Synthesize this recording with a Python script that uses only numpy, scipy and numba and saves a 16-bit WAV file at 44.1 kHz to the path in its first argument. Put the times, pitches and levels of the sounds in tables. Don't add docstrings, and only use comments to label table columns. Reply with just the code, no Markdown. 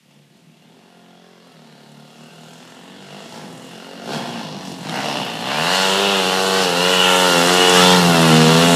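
import sys
import numpy as np
from scipy import signal
from scipy.io import wavfile
from scipy.ndimage import uniform_filter1d
from numba import njit

SR = 44100
rng = np.random.default_rng(int(sys.argv[2]) if len(sys.argv) > 2 else 0)


def nominal_scale(level):
    x = np.asarray(level, float) / 20
    return 10 ** x


def master(y):
    cut = np.clip(np.atleast_2d(y).T, -1, 1)
    pcm = np.round(cut * 32767)
    wavfile.write(sys.argv[1], SR, pcm.astype(np.int16))


N = 386035

SMEAR = 0.55
STEADY = 8


def level(x, db=0):
    return x * nominal_scale(db) / np.sqrt(np.mean(x ** 2))


@njit
def svf(x, hz, width):
    y, band, low = np.empty(len(x)), 0., 0.
    g, damping = np.tan(np.pi * hz / SR), width / hz
    for i in range(len(x)):
        v = (band + g * (x[i] - low)) / (1 + g * (g + damping))
        band, low, y[i] = 2 * v - band, low + 2 * g * v, damping * v
    return y


def ring(x, modes):
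    total = 0
    for k, (hz, width, db) in enumerate(modes):
        total = total + (-1) ** k * nominal_scale(db) * svf(x, 1. * hz, max(20., 1. * width))
    return level(total)


def ring_twice(x, modes):
    return ring(ring(x, modes), modes)


def walk(rate):
    k = int(SR / rate)
    held = np.repeat(rng.standard_normal(N // k + 1), k)
    return 0.65 * uniform_filter1d(uniform_filter1d(held, k), k)[:N]


def curves(table):
    s, *columns = np.transpose(table)
    return [np.interp(np.arange(N) / SR, s, column) for column in columns]


def pulses(turns, hz, uneven, jitter_ms=0.8, scatter_db=5.5):
    at = np.interp(np.arange(max(np.ceil(turns[0]), 0), turns[-1]), turns, np.arange(N))
    lateness, strength = rng.standard_normal((1000, 2))[:len(at)].T
    rough = uneven[at.astype(int)]
    at = np.clip(at + jitter_ms * SR / 1000 * rough * lateness, 0, N - 2)
    size = nominal_scale(scatter_db * rough * strength)
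    clicks, i = np.zeros(N), at.astype(int)
    np.add.at(clicks, i, size * (1 - at + i))
    np.add.at(clicks, i + 1, size * (at - i))
    return clicks / np.sqrt(hz)


def puffs(clicks, hz, decay_ms, steady):
    pole = np.exp(-1000 / (decay_ms * SR))
    power = signal.lfilter([1 - pole], [1, -pole], clicks / np.sqrt(hz)) * SR
    return np.sqrt(steady + power) * rng.standard_normal(N)


def bike(hz, uneven, db):
    turns = np.cumsum(hz) / SR
    exhaust = pulses(turns, hz, uneven)
    intake = intake_strokes(turns, hz, uneven)
    gas = puffs(exhaust, hz, 15, 0.22)
    clear, noisy = np.sqrt(1 - uneven), np.sqrt(uneven)
    smear = SMEAR * noisy
    mix = nominal_scale(db["thump"]) * intake_thump(intake, exhaust, gas, smear)
    mix = mix + nominal_scale(db["snort"]) * intake_snort(intake)
    mix = mix - nominal_scale(db["bark"]) * exhaust_bark(exhaust, gas, clear, smear)
    mix = mix - nominal_scale(db["rasp"]) * silencer_rasp(exhaust, gas, clear, smear)
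    mix = mix + nominal_scale(db["roar"]) * gas_roar(exhaust, hz, clear)
    mix = mix + nominal_scale(db["casing"]) * (casing(exhaust, hz) + gears(turns, clear))
    return mix + nominal_scale(db["spray"]) * snow_spray(turns, hz)


def voices(hz, loud_db, throttle, turn, spin):
    # (level above loudness at middle settings [dB],
    # slope [dB per unit throttle], slope [dB per unit turn], slope [dB per unit wheelspin])
    voice_slopes = dict(thump=(-8, -8, 20, 0), snort=(-7.5, -6, 5, 0), bark=(-4.5, -8, -6, 0),
                    rasp=(-6, 8, -3, 0), roar=(-13, 8, -3, 3), casing=(-9, 8, -3, 3), spray=(-15, 3, 0, 14))
    db = {}
    for name, (base, by_throttle, by_turn, by_spin) in voice_slopes.items():
        db[name] = loud_db + base + by_throttle * (throttle - .5) + by_turn * (turn - .5) + by_spin * (spin - .5)
    db["snort"] = db["snort"] - 0.5 * np.maximum(hz - 76, 0)
    return db


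def exhaust_bark(exhaust, gas, clear, smear):
    # (frequency [Hz], width [Hz], relative level [dB])
    pipe_modes = [(321, 70, 2.5), (474, 210, 3)]
    return clear * ring(exhaust, pipe_modes) + smear * ring_twice(gas, pipe_modes)


def silencer_rasp(exhaust, gas, clear, smear):
    # (frequency [Hz], width [Hz], relative level [dB])
    silencer_modes = [(760, 395, 9), (978, 690, -4)]
    return clear * ring(exhaust, silencer_modes) + 1.35 * smear * ring_twice(gas, silencer_modes)


def gas_roar(exhaust, hz, clear):
    # (frequency [Hz], width [Hz], relative level in the noise [dB])
    roar_modes = [(1093, 410, 3.5), (1390, 200, 7), (1856, 760, 1.5)]
    turbulence = svf(puffs(exhaust, hz, 18.0, 0.81), 1560.0, 1300.0)
    noise = nominal_scale(3.9 * walk(23)) * ring(turbulence, roar_modes)
    edge = svf(exhaust, 2300.0, 3000.0)
    overtones = 0
    for k, mode in enumerate(roar_modes):
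        swell = nominal_scale(4 * walk(2.982))
        overtones = overtones + (-1) ** k * swell * ring_twice(edge, [mode])
    return noise + 2 * clear ** STEADY * level(overtones)


def intake_strokes(turns, hz, uneven):
    late = turns - hz * 0.005546
    idle_share = 0.3 * np.clip(4 * (1 - hz / 70), 0, 1)
    return pulses(late, hz, uneven) + idle_share * pulses(late - .5, hz, uneven)


def intake_thump(intake, exhaust, gas, smear):
    # (frequency [Hz], width [Hz], relative level [dB])
    airbox_modes = [(167, 123, 0)]
    thump = ring_twice(intake + 0.46 * exhaust, airbox_modes) + 0.0096 * ring(intake, airbox_modes)
    return thump + smear * ring_twice(gas, airbox_modes)


def intake_snort(intake):
    # (frequency [Hz], width [Hz], relative level [dB])
    snorkel_modes = [(243, 116, 0)]
    return ring_twice(intake, snorkel_modes)


def casing(exhaust, hz):
    # (frequency [Hz], width before broadening [Hz])
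    panel_modes = [(2850, 242), (3400, 440), (4180, 620), (5200, 920)]
    broadening = 1.88
    out = 0
    for (mode_hz, width), panel_db in zip(panel_modes, (-1.5, -2.5, -4, -6)):
        mode = [(mode_hz, broadening * width, 0)]
        blow = puffs(exhaust, hz, 9.2, 2.2) + 1.1 * level(exhaust)
        wander_db = 3.1 * walk(9) + 2.5 * walk(4)
        out = out + nominal_scale(panel_db + wander_db) * ring_twice(blow, mode)
    return out


def gears(turns, clear):
    # (multiple of the firing rate, middle sine amplitude relative to the casing gain [dB])
    tooth_tones = [(32, -4), (38, -8), (45.5, -10)]
    whine = 0
    for multiple, db in tooth_tones:
        phase = 2 * np.pi * multiple * turns + 1.5 * walk(30)
        whine = whine + nominal_scale(db + 7 * walk(5)) * np.sin(phase)
    return clear ** STEADY * whine


def snow_spray(turns, hz):
    # (frequency [Hz], width [Hz], relative level [dB])
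    spray_bands = [(5920, 470, -13), (7185, 3560, 3), (9660, 6200, -1), (11700, 13000, -7)]
    spray = 0
    for mode in spray_bands:
        ticks = pulses(turns - .1, hz, np.ones(N), jitter_ms=.4, scatter_db=8)
        flicker_db = 2.3 * walk(9.2) + 0.59 * walk(2.4)
        spray = spray + nominal_scale(mode[2] + flicker_db) * ring_twice(puffs(ticks, hz, 3.0, 4.5), [mode])
    return level(spray)


def pops():
    # (time [s], click size before filtering [dB])
    pop_times = [(4.8946, -25)]
    clicks = np.zeros(N)
    for s, db in pop_times:
        clicks[int(s * SR)] = nominal_scale(db)
    crack = signal.lfilter([1], [1, -.99], clicks) * rng.standard_normal(N)
    crack = svf(svf(crack, 3100., 2500.), 3100., 5000.)
    return 5 * crack + 40 * svf(clicks, 170., 60.)


def reflection(x, ms, share):
    t = np.arange(N) / SR
    delay_s = (ms + 0.49 * walk(4.0)) / 1000
    return share * np.interp(t - delay_s, t, svf(x, 790.0, 3800.0))


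def trees(x):
    # (time [s], level [dB])
    wash_levels = [(0, -5.5), (4, -7), (5.6, -14), (8.75, -19)]
    t60_s = 1
    t = np.arange(SR) / SR
    tail = svf(rng.standard_normal(SR), 500.0, 2800.0) * 1000. ** (-t / t60_s) * (t > .012)
    wash = signal.fftconvolve(x, tail / np.sqrt(np.sum(tail ** 2)))[:N]
    return nominal_scale(*curves(wash_levels)) * wash


def hiss():
    # (frequency [Hz], width [Hz], relative level [dB])
    hiss_bands = [(2330, 2400, 7), (12600, 8900, -10)]
    return nominal_scale(-60.5) * ring(rng.standard_normal(N), hiss_bands)


def scene():
    # (time [s], firing rate [Hz])
    speed = [(0, 36.9), (.27, 35.54), (.34, 47.2), (.47, 37.9), (.63, 38.2), (.78, 45), (.97, 43.74),
             (1.24, 44.55), (1.42, 43.87), (1.61, 38.3), (1.85, 36.24), (2.19, 38.4), (2.31, 41.35),
             (2.41, 38.86), (2.51, 41.5), (2.73, 42.76), (2.85, 46.35), (3.17, 50.5), (3.3, 62),
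             (3.5, 41.86), (3.7, 44.3), (3.9, 45.28), (4.03, 48.1), (4.14, 78.26), (4.21, 57.97),
             (4.29, 60.22), (4.57, 47.9), (4.8, 43.56), (5.06, 75.34), (5.36, 53), (5.72, 92.3),
             (5.79, 94.9), (5.92, 96.2), (6.02, 100), (6.11, 99.55), (6.24, 91.74), (6.41, 95.5),
             (6.6, 94.9), (6.72, 85.74), (6.9, 92.07), (7.24, 91.1), (7.38, 85.3), (7.54, 90.6),
             (7.7, 90.3), (7.95, 90.16), (8.07, 85.93), (8.33, 79.2), (8.46, 79.6), (8.68, 86.23),
             (8.75, 84.7)]
    # (time [s], unevenness [0-1])
    unevenness = [(0, .65), (.6, .5), (.85, .13), (1.45, .13), (1.6, .18), (3.1, .16), (3.3, .3),
                  (3.5, .16), (4, .16), (4.1, .3), (4.9, .42), (5.4, .36), (5.6, .085), (8.75, .065)]
    # (time [s], loudness [dB], throttle [0-1],
    # intake turned to the microphone [about 0-1], wheelspin [0-1])
    rider = [(0, -66, 0.3, 1, .5), (.14, -54.5, 0.46, 0.9, .4), (.27, -67, 0.4, 0.9, .6),
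             (.36, -54, 0.45, 0.6, .4), (.46, -62.5, 0.4, 1.1, .6), (.56, -59, .45, 0.74, .6),
             (.73, -50.5, 0.36, .54, 0.2), (1.2, -50.5, 0.37, 0.46, 0.04), (1.75, -49, 0.41, .65, 0.55),
             (2.5, -45, .46, 0.54, 0.8), (2.95, -42.5, 0.41, 0.58, 0.45), (3.22, -38.5, 0.51, 0.41, 0.62),
             (3.29, -40, 0.6, 0.46, 0.7), (3.36, -36, 0.61, 0.57, 0.55), (3.5, -39, 0.15, .55, 0.52),
             (3.7, -40, 0.4, 0.49, 0.78), (4.02, -36, 0.3, 0.33, 0.25), (4.14, -23, 0.5, 0.49, 0.23),
             (4.23, -31, 0.59, 0.51, 0.34), (4.4, -29.5, 0.7, 0.56, 0.08), (4.56, -33.5, 0.47, 0.71, 0.08),
             (4.68, -33, .55, 0.65, 0.53), (4.78, -35, 0.58, 0.92, 0.4), (4.95, -25.5, 0.85, 0.59, 0.31),
             (5.07, -23, 1, 0.56, 0.14), (5.38, -27.5, 0.77, 0.59, 0.46), (5.51, -21.5, 1, 0.57, 0.15),
             (5.75, -18, 0.83, 0.39, 0.61), (6, -16.5, 0.5, 0.37, 0.5), (6.3, -16.5, .55, 0.34, 0.46),
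             (6.63, -15.5, 0.49, 0.36, 0.54), (6.7, -18.5, 0.55, 0.41, 0.52),
             (6.9, -15.5, 0.57, 0.31, 0.66), (7.1, -14, 0.64, 0.3, 0.61), (7.36, -13.5, 0.51, .4, .6),
             (7.72, -12, 0.52, 0.45, 0.65), (7.77, -9.5, .65, 0.74, 0.6), (7.94, -10, 0.56, 0.78, .5),
             (8.02, -12.5, 0.44, 0.82, .5), (8.35, -11, 0.47, 0.92, 0.39), (8.6, -11.5, 0.42, 0.79, 0.54),
             (8.75, -11, 0.37, .7, 0.51)]
    # (time [s], delay by the snow [ms], share by the snow, delay by the bank [ms])
    extra_paths = [(0, 1.68, 0.23, 5.76), (4.5, 0.9, 0.19, 5.87), (5.5, 1.745, 0.11, 6.74),
                   (6.5, 2.74, .33, 7.07), (7, 2.38, 0.43, 7.15), (7.5, 2.61, 0.19, 8.1),
                   (8, 2.566, 0.52, 10), (8.4, 4.33, 0.33, 9.9), (8.75, 4.67, 0.39, 10.3)]
    hz, = curves(speed)
    near = bike(hz, *curves(unevenness), voices(hz, *curves(rider))) + pops()
    snow_ms, snow_share, bank_ms = curves(extra_paths)
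    near = near + reflection(near, snow_ms, snow_share)
    near = near + reflection(near, bank_ms, 0.27)
    mono = near + trees(near) + hiss()
    return np.array([mono, mono])


def low_pass(x):
    return signal.sosfilt(signal.butter(12, 15350, fs=SR, output="sos"), x)


def record(dry):
    loudness = np.sqrt(uniform_filter1d(dry[0] ** 2, 2000))
    rumble = (nominal_scale(-55) * loudness + nominal_scale(-92)) * level(svf(rng.standard_normal(N), 45., 70.))
    low_cut = signal.butter(5, 112, "high", fs=SR, output="sos")
    top_cut = signal.ellip(8, .2, 70, 15400, fs=SR, output="sos")
    rounded = np.tanh(signal.sosfilt(low_cut, dry) + rumble)
    mix = signal.sosfilt(top_cut, rounded)
    return low_pass(mix)


dry = scene()
out = record(dry)
master(out)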